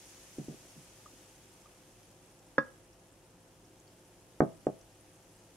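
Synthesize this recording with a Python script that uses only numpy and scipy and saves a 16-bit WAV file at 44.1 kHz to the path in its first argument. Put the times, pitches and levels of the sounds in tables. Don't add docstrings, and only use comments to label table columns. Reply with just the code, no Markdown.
import sys
import numpy as np
from scipy import signal
from scipy.io import wavfile

SR = 44100
rng = np.random.default_rng(int(sys.argv[2]) if len(sys.argv) > 2 else 0)


def unload_audio(sound):
    columns = np.transpose(np.atleast_2d(sound))
    steps = np.round(np.clip(columns, -1, 1) * 32767)
    wavfile.write(sys.argv[1], SR, steps.astype(np.int16))


N = 245195
TIME = np.arange(N) / SR
HIGHEST_HZ = 15700


def from_db(db):
    return 10 ** (np.asarray(db) / 20)


def rms_one(x):
    return x / np.sqrt(np.mean(x ** 2) + 1e-20)


def at_hz(table, hz):
    row_hz, values = np.transpose(table)
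    return np.interp(np.log(hz), np.log(row_hz), values)


def drift(rate_hz):
    r = np.exp(-80 * np.pi * rate_hz / SR)
    noise = rng.standard_normal(N // 40 + 2002)
    slow = signal.lfilter([1], [1, -2 * r, r * r], noise)[2000:]
    return np.interp(np.arange(N) / 40, np.arange(len(slow)), rms_one(slow))


def filtered(x, order, hz, kind):
    return signal.sosfilt(signal.butter(order, hz, kind, fs=SR, output="sos"), x)


def ring(force, hz, ring_s):
    r = np.exp(-np.log(1000) / (ring_s * SR))
    w = 2 * np.pi * hz / SR
    return signal.lfilter([0, np.sin(w)], [1, -2 * r * np.cos(w), r * r], force + 1e-18)


def add(out, time_s, sound):
    start = int(round(time_s * SR))
    out[..., start:start + sound.shape[-1]] += sound[..., :N - start]


def panned(x, right_db):
    return x * from_db([[-right_db / 2], [right_db / 2]])


def widened(mid, side, alike):
    return np.sqrt(1 + alike) * mid + np.sqrt(1 - alike) * side * [[1], [-1]]


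# (frequency [Hz], likeness [0 to 1])
NOISE_LIKENESS = [(50, 0.9), (300, 0.94), (700, 0.79), (1500, 0.26), (3000, 0.41), (6000, 0), (14000, 0)]
def coloured(sources, spectrum, edges_hz, flicker_db):
    out = 0
    for k, (low, high) in enumerate(zip(edges_hz, edges_hz[1:])):
        mid, side = filtered(sources[k % 2], 2, [low, high], "band")
        hz = np.sqrt(low * high)
        gain = from_db(at_hz(spectrum, hz) + flicker_db * drift(19.0))
        out = out + gain * widened(mid, side, at_hz(NOISE_LIKENESS, hz))
    return rms_one(out)


# (time [s], relative level [dB])
FOAM_LEVELS = [(0, -61.5), (1.1, -64), (1.45, -66), (3.1, -70.5), (4, -69), (5.56, -68.3)]
def foam_level():
    return np.interp(TIME, *np.transpose(FOAM_LEVELS))


# (frequency [Hz], relative level [dB])
FIZZ_TONE = [(700, -4), (1300, -3.5), (2100, -2.5), (3000, -1), (4000, -6.5), (6100, -1.5), (8000, -4.5),
             (9800, -2), (12000, -8.5), (14000, -18), (16000, -18.5)]
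def fizz(foam_db, peak_pops_per_s=12000, spread_db=3.0, boost_db=3.5, sizzle_db=-3.0):
    shape = (2, 2, N)
    lively = from_db(foam_db - foam_db.max())
    pops = rng.random(shape) < peak_pops_per_s * lively / SR
    sizes = from_db(spread_db * np.minimum(rng.exponential(1, shape), 4))
    signs = rng.choice([-1, 1], shape)
    clicks = pops * sizes * signs / np.sqrt(lively)
    cells = coloured(clicks, FIZZ_TONE, np.geomspace(700, 17000, 19), flicker_db=.5)
    ringing = ring(clicks[0] * rng.choice([-1, 1], (2, N)), hz=6200, ring_s=0.0013)
    sizzle = rms_one(np.gradient(ringing, axis=1))
    foam = cells + from_db(sizzle_db) * lively ** 1.9 * sizzle
    return panned(from_db(foam_db + boost_db) * foam, right_db=-0.7)


# (frequency [Hz], relative level [dB])
RUMBLE_TONE = [(22, -10), (48, 2), (75, -13), (110, -3), (175, -1.5), (260, -11.5), (340, 1.5), (450, -10),
               (600, -7.5), (760, -9), (1100, -17.5), (1800, -19.5)]
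def room_rumble(level_db=-61.72):
    noise = rng.standard_normal((2, 2, N))
    return from_db(level_db) * coloured(noise, RUMBLE_TONE, np.geomspace(22, 1800, 15), flicker_db=0.9)


# (pitch [Hz], level [dB], waver [radians])
HUM_TONES = [(103.7, -70.5, 0.85), (364, -75.5, 3), (520, -73, 2.83)]
def appliance_hum():
    return sum(from_db(db) * rms_one(np.sin(2 * np.pi * hz * TIME + waver * drift(1.78)))
               for hz, db, waver in HUM_TONES)


def chirp(hz, swell_s=0.00178, rise=.08):
    age = np.arange(SR // 40) / SR / swell_s
    pitch = np.minimum(hz * (1 + rise * age), HIGHEST_HZ)
    loudness = age * np.exp(1 - age)
    return loudness * np.sin(2 * np.pi * np.cumsum(pitch) / SR)


# (time [s], peak level [dB], starting pitch [Hz])
CLEAR_BURSTS = [(2.929, -60.5, 4900), (3.651, -61, 5000), (3.799, -57.5, 6100), (3.876, -59, 4200),
                (4.811, -57, 5230), (5.007, -58, 8500)]
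def bubbles(foam_db, clusters=75, per_cluster=4, cluster_s=.025, lowest_hz=4800, span_hz=5000):
    out = np.zeros((2, N))
    for time_s, db, hz in CLEAR_BURSTS:
        add(out, time_s, panned(from_db(db) * chirp(hz), rng.normal(0, 2)))
    for start_s in rng.random(clusters) * (TIME[-1] - cluster_s):
        for later, strength, pitch, place in rng.random((per_cluster, 4)):
            db = foam_db[int(start_s * SR)] - 1.5 + 5 * strength ** 3
            burst = from_db(db) * chirp(lowest_hz + span_hz * pitch)
            add(out, start_s + later * cluster_s, panned(burst, right_db=10 * (place - .5)))
    return out


def contact(brightness_hz):
    return filtered(signal.unit_impulse(SR // 2) + 1e-18, 3, brightness_hz, "low")


def struck(force, tones):
    return sum((-1) ** k * panned(from_db(db) * ring(force, hz, ring_s), right_db)
               for k, (hz, db, ring_s, right_db) in enumerate(tones))


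# (pitch [Hz], relative level [dB], ring time [s], right over left [dB])
TABLE_TONES = [(132, -28, 0.18, 3), (163.2, -25, 0.18, -4.5), (198, -28.5, 0.14, 0), (259, -14, 0.04, 2.5),
               (323, -44, 0.039, 5), (324.7, -24, 0.16, -1), (415, -22.5, .12, 0), (438, -26.5, 0.046, 11),
               (535, -28.5, 0.032, -15), (564, -31, .13, 11), (628.6, -25.5, .14, 1),
               (656, -31.5, 0.26, -8), (727, -24.5, .15, 9), (841, -23.5, 0.14, 0), (1080, -1.5, 0.0034, 2),
               (1100, -15, 0.02, 19), (1237, -23, 0.047, 2), (1530, -13, 0.029, -7),
               (1805, -5.5, 0.0071, 1), (2290, -18, 0.028, -2), (3490, -18, .018, 3)]
# (pitch [Hz], relative level [dB], ring time [s], right over left [dB])
TABLE_GIVE = [(75, -24, 0.0095, 6), (570, -11, 0.0074, 4)]
def thud(db, brightness_hz, weight_db, ring_db, bass_hz=190):
    force = from_db(db) * contact(brightness_hz)
    light = filtered(force, 1, bass_hz, "high")
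    bass = force - light
    weighted = light + from_db(weight_db) * bass
    return from_db(ring_db) * struck(weighted, TABLE_TONES) - struck(weighted, TABLE_GIVE)


# (time [s], relative level [dB], brightness [Hz], slide length [s])
JUG_SCUFFS = [(0.3837, -15, 330, .02), (0.483, -18, 337, .062), (0.765, -26.5, 200, .02),
              (1.133, -38, 343, .007)]
def jug_lifted(slip_s=.0136, fade_db=6, unevenness=.05):
    out = np.zeros((2, N))
    scatters = rng.normal(0, unevenness, size=(len(JUG_SCUFFS), 20))
    for (time_s, db, brightness_hz, slide_s), scatter in zip(JUG_SCUFFS, scatters):
        add(out, time_s, thud(db, brightness_hz, weight_db=5.5, ring_db=-1))
        for k in range(1, 1 + int(slide_s / slip_s)):
            slip_db = db - fade_db * np.log2(k + 1)
            later_s = slip_s * k * (1 + scatter[k] * np.log2(k))
            add(out, time_s + later_s, thud(slip_db, brightness_hz, weight_db=-1.5, ring_db=1.5))
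    return out


# (time [s], peak level [dB], starting pitch [Hz], swell time [s])
BIG_BUBBLES = [(1.06, -44.5, 1177, 0.0022), (1.656, -53.5, 1180, 0.0034)]
def plops():
    out = np.zeros((2, N))
    for time_s, db, hz, swell_s in BIG_BUBBLES:
        add(out, time_s, from_db(db) * chirp(hz, swell_s, rise=.015))
    return out


# (time [s], relative level [dB], brightness [Hz])
RIM_TOUCHES = [(2.5808, 1.3, 1700), (2.5825, -5.3, 2980)]
# (pitch [Hz], relative level [dB], ring time [s], right over left [dB])
DISH_TONES = [(144, -37, .1, 5), (230, -28, .085, 5), (299, -19, .047, 2), (532, -20, .04, -1),
              (815, -24, .015, 1), (930, -18, .021, -1), (1064, -31, .07, -2), (1130, -38, .07, 8),
              (1255, -26, .035, 10), (1446, -16, .014, 8), (1655, -13.5, .095, 1), (1786, -30, .034, 1),
              (1896, -33, .055, 8), (2192, -27, .025, 2), (2700, -36, .03, 1), (3534, -31, .033, 1),
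              (3750, -41, .035, 1), (4730, -28, .03, 5), (5485, -26.5, .026, -10)]
def jug_on_dish():
    out = np.zeros((2, N))
    for time_s, db, brightness_hz in RIM_TOUCHES:
        add(out, time_s, struck(from_db(db) * contact(brightness_hz), DISH_TONES))
    return out


# (time [s], relative level [dB], brightness [Hz], bass weight [dB], bounce over landing [dB])
JUG_LANDINGS = [(4.4047, 1.17, 1250, 9, -7), (4.6681, 3, 593, -12, -28.5)]
def jug_set_down(bounce_s=.0136):
    out = np.zeros((2, N))
    for time_s, db, brightness_hz, weight_db, bounce_db in JUG_LANDINGS:
        add(out, time_s, thud(db, brightness_hz, weight_db, ring_db=-10))
        add(out, time_s + bounce_s, thud(db + bounce_db, brightness_hz=513, weight_db=-24, ring_db=6.5))
    return out


def delayed(x, delay_s):
    return np.interp(TIME - delay_s, TIME, x)


def echoes(x, reflections, left_lead_s):
    left, right = x[0], delayed(x[1], left_lead_s)
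    out = np.array([left, right])
    for delay_s, db, lead_s, right_db in reflections:
        echo = np.array([delayed(left, delay_s), delayed(right, delay_s + lead_s)])
        out += from_db(db) * panned(echo, right_db)
    return out


# (frequency [Hz], ring time [s])
ROOM_RING_TIMES = [(120, 0.61), (500, 0.32), (1500, 0.45), (6000, 0.28)]
# (frequency [Hz], likeness [0 to 1])
SCATTER_LIKENESS = [(70, 0.69), (250, 0.11), (500, 0.55), (1000, 0.35), (9000, 0)]
def room(x, early_db=-17.0, early_s=0.12, tail_db=-20.0, gap_s=0.0034):
    t = TIME[:SR * 3 // 4]
    edges_hz = np.geomspace(50, 12800, 9)
    response = 0
    for low, high in zip(edges_hz, edges_hz[1:]):
        hz = np.sqrt(low * high)
        mid, side = filtered(rng.standard_normal((2, len(t))), 2, [low, high], "band")
        fade = 0
        for db, ring_s in [(early_db, early_s), (tail_db, at_hz(ROOM_RING_TIMES, hz))]:
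            rate = np.log(1000) / ring_s
            fade = fade + from_db(db) * np.sqrt(rate / SR) * np.exp(-rate * t)
        response = response + fade * widened(mid, side, at_hz(SCATTER_LIKENESS, hz))
    response = np.pad(response, [(0, 0), (int(gap_s * SR), 0)])
    return x + signal.fftconvolve(x, response, axes=1)[:, :N]


# (delay [s], level [dB], left lead [s], right over left [dB])
ECHOES_FROM_TABLE = [(.0038, -15, .00051, -6), (.0094, -17, -.00047, 2), (.0134, -19, -.00021, 2),
                     (.0203, -16, -.00028, -3), (.028, -17, .00021, -2)]
# (delay [s], level [dB], left lead [s], right over left [dB])
ECHOES_FROM_DISH = [(.0038, -13, .00004, -2), (.0075, -15, -.00041, -4), (.013, -23, .00035, -10)]
def scene():
    foam_db = foam_level()
    on_table = echoes(jug_lifted() + jug_set_down(), ECHOES_FROM_TABLE, left_lead_s=.00005)
    in_dish = echoes(jug_on_dish(), ECHOES_FROM_DISH, left_lead_s=.00009)
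    in_room = room(on_table + in_dish + bubbles(foam_db) + plops())
    return in_room + fizz(foam_db) + room_rumble() + appliance_hum()


def record(dry, low_cut_hz=36):
    thinned = filtered(dry, 1, low_cut_hz, "high")
    treble_cut = signal.ellip(10, .2, 80, HIGHEST_HZ, fs=SR, output="sos")
    return signal.sosfilt(treble_cut, thinned)


dry = scene()
out = record(dry)
unload_audio(out)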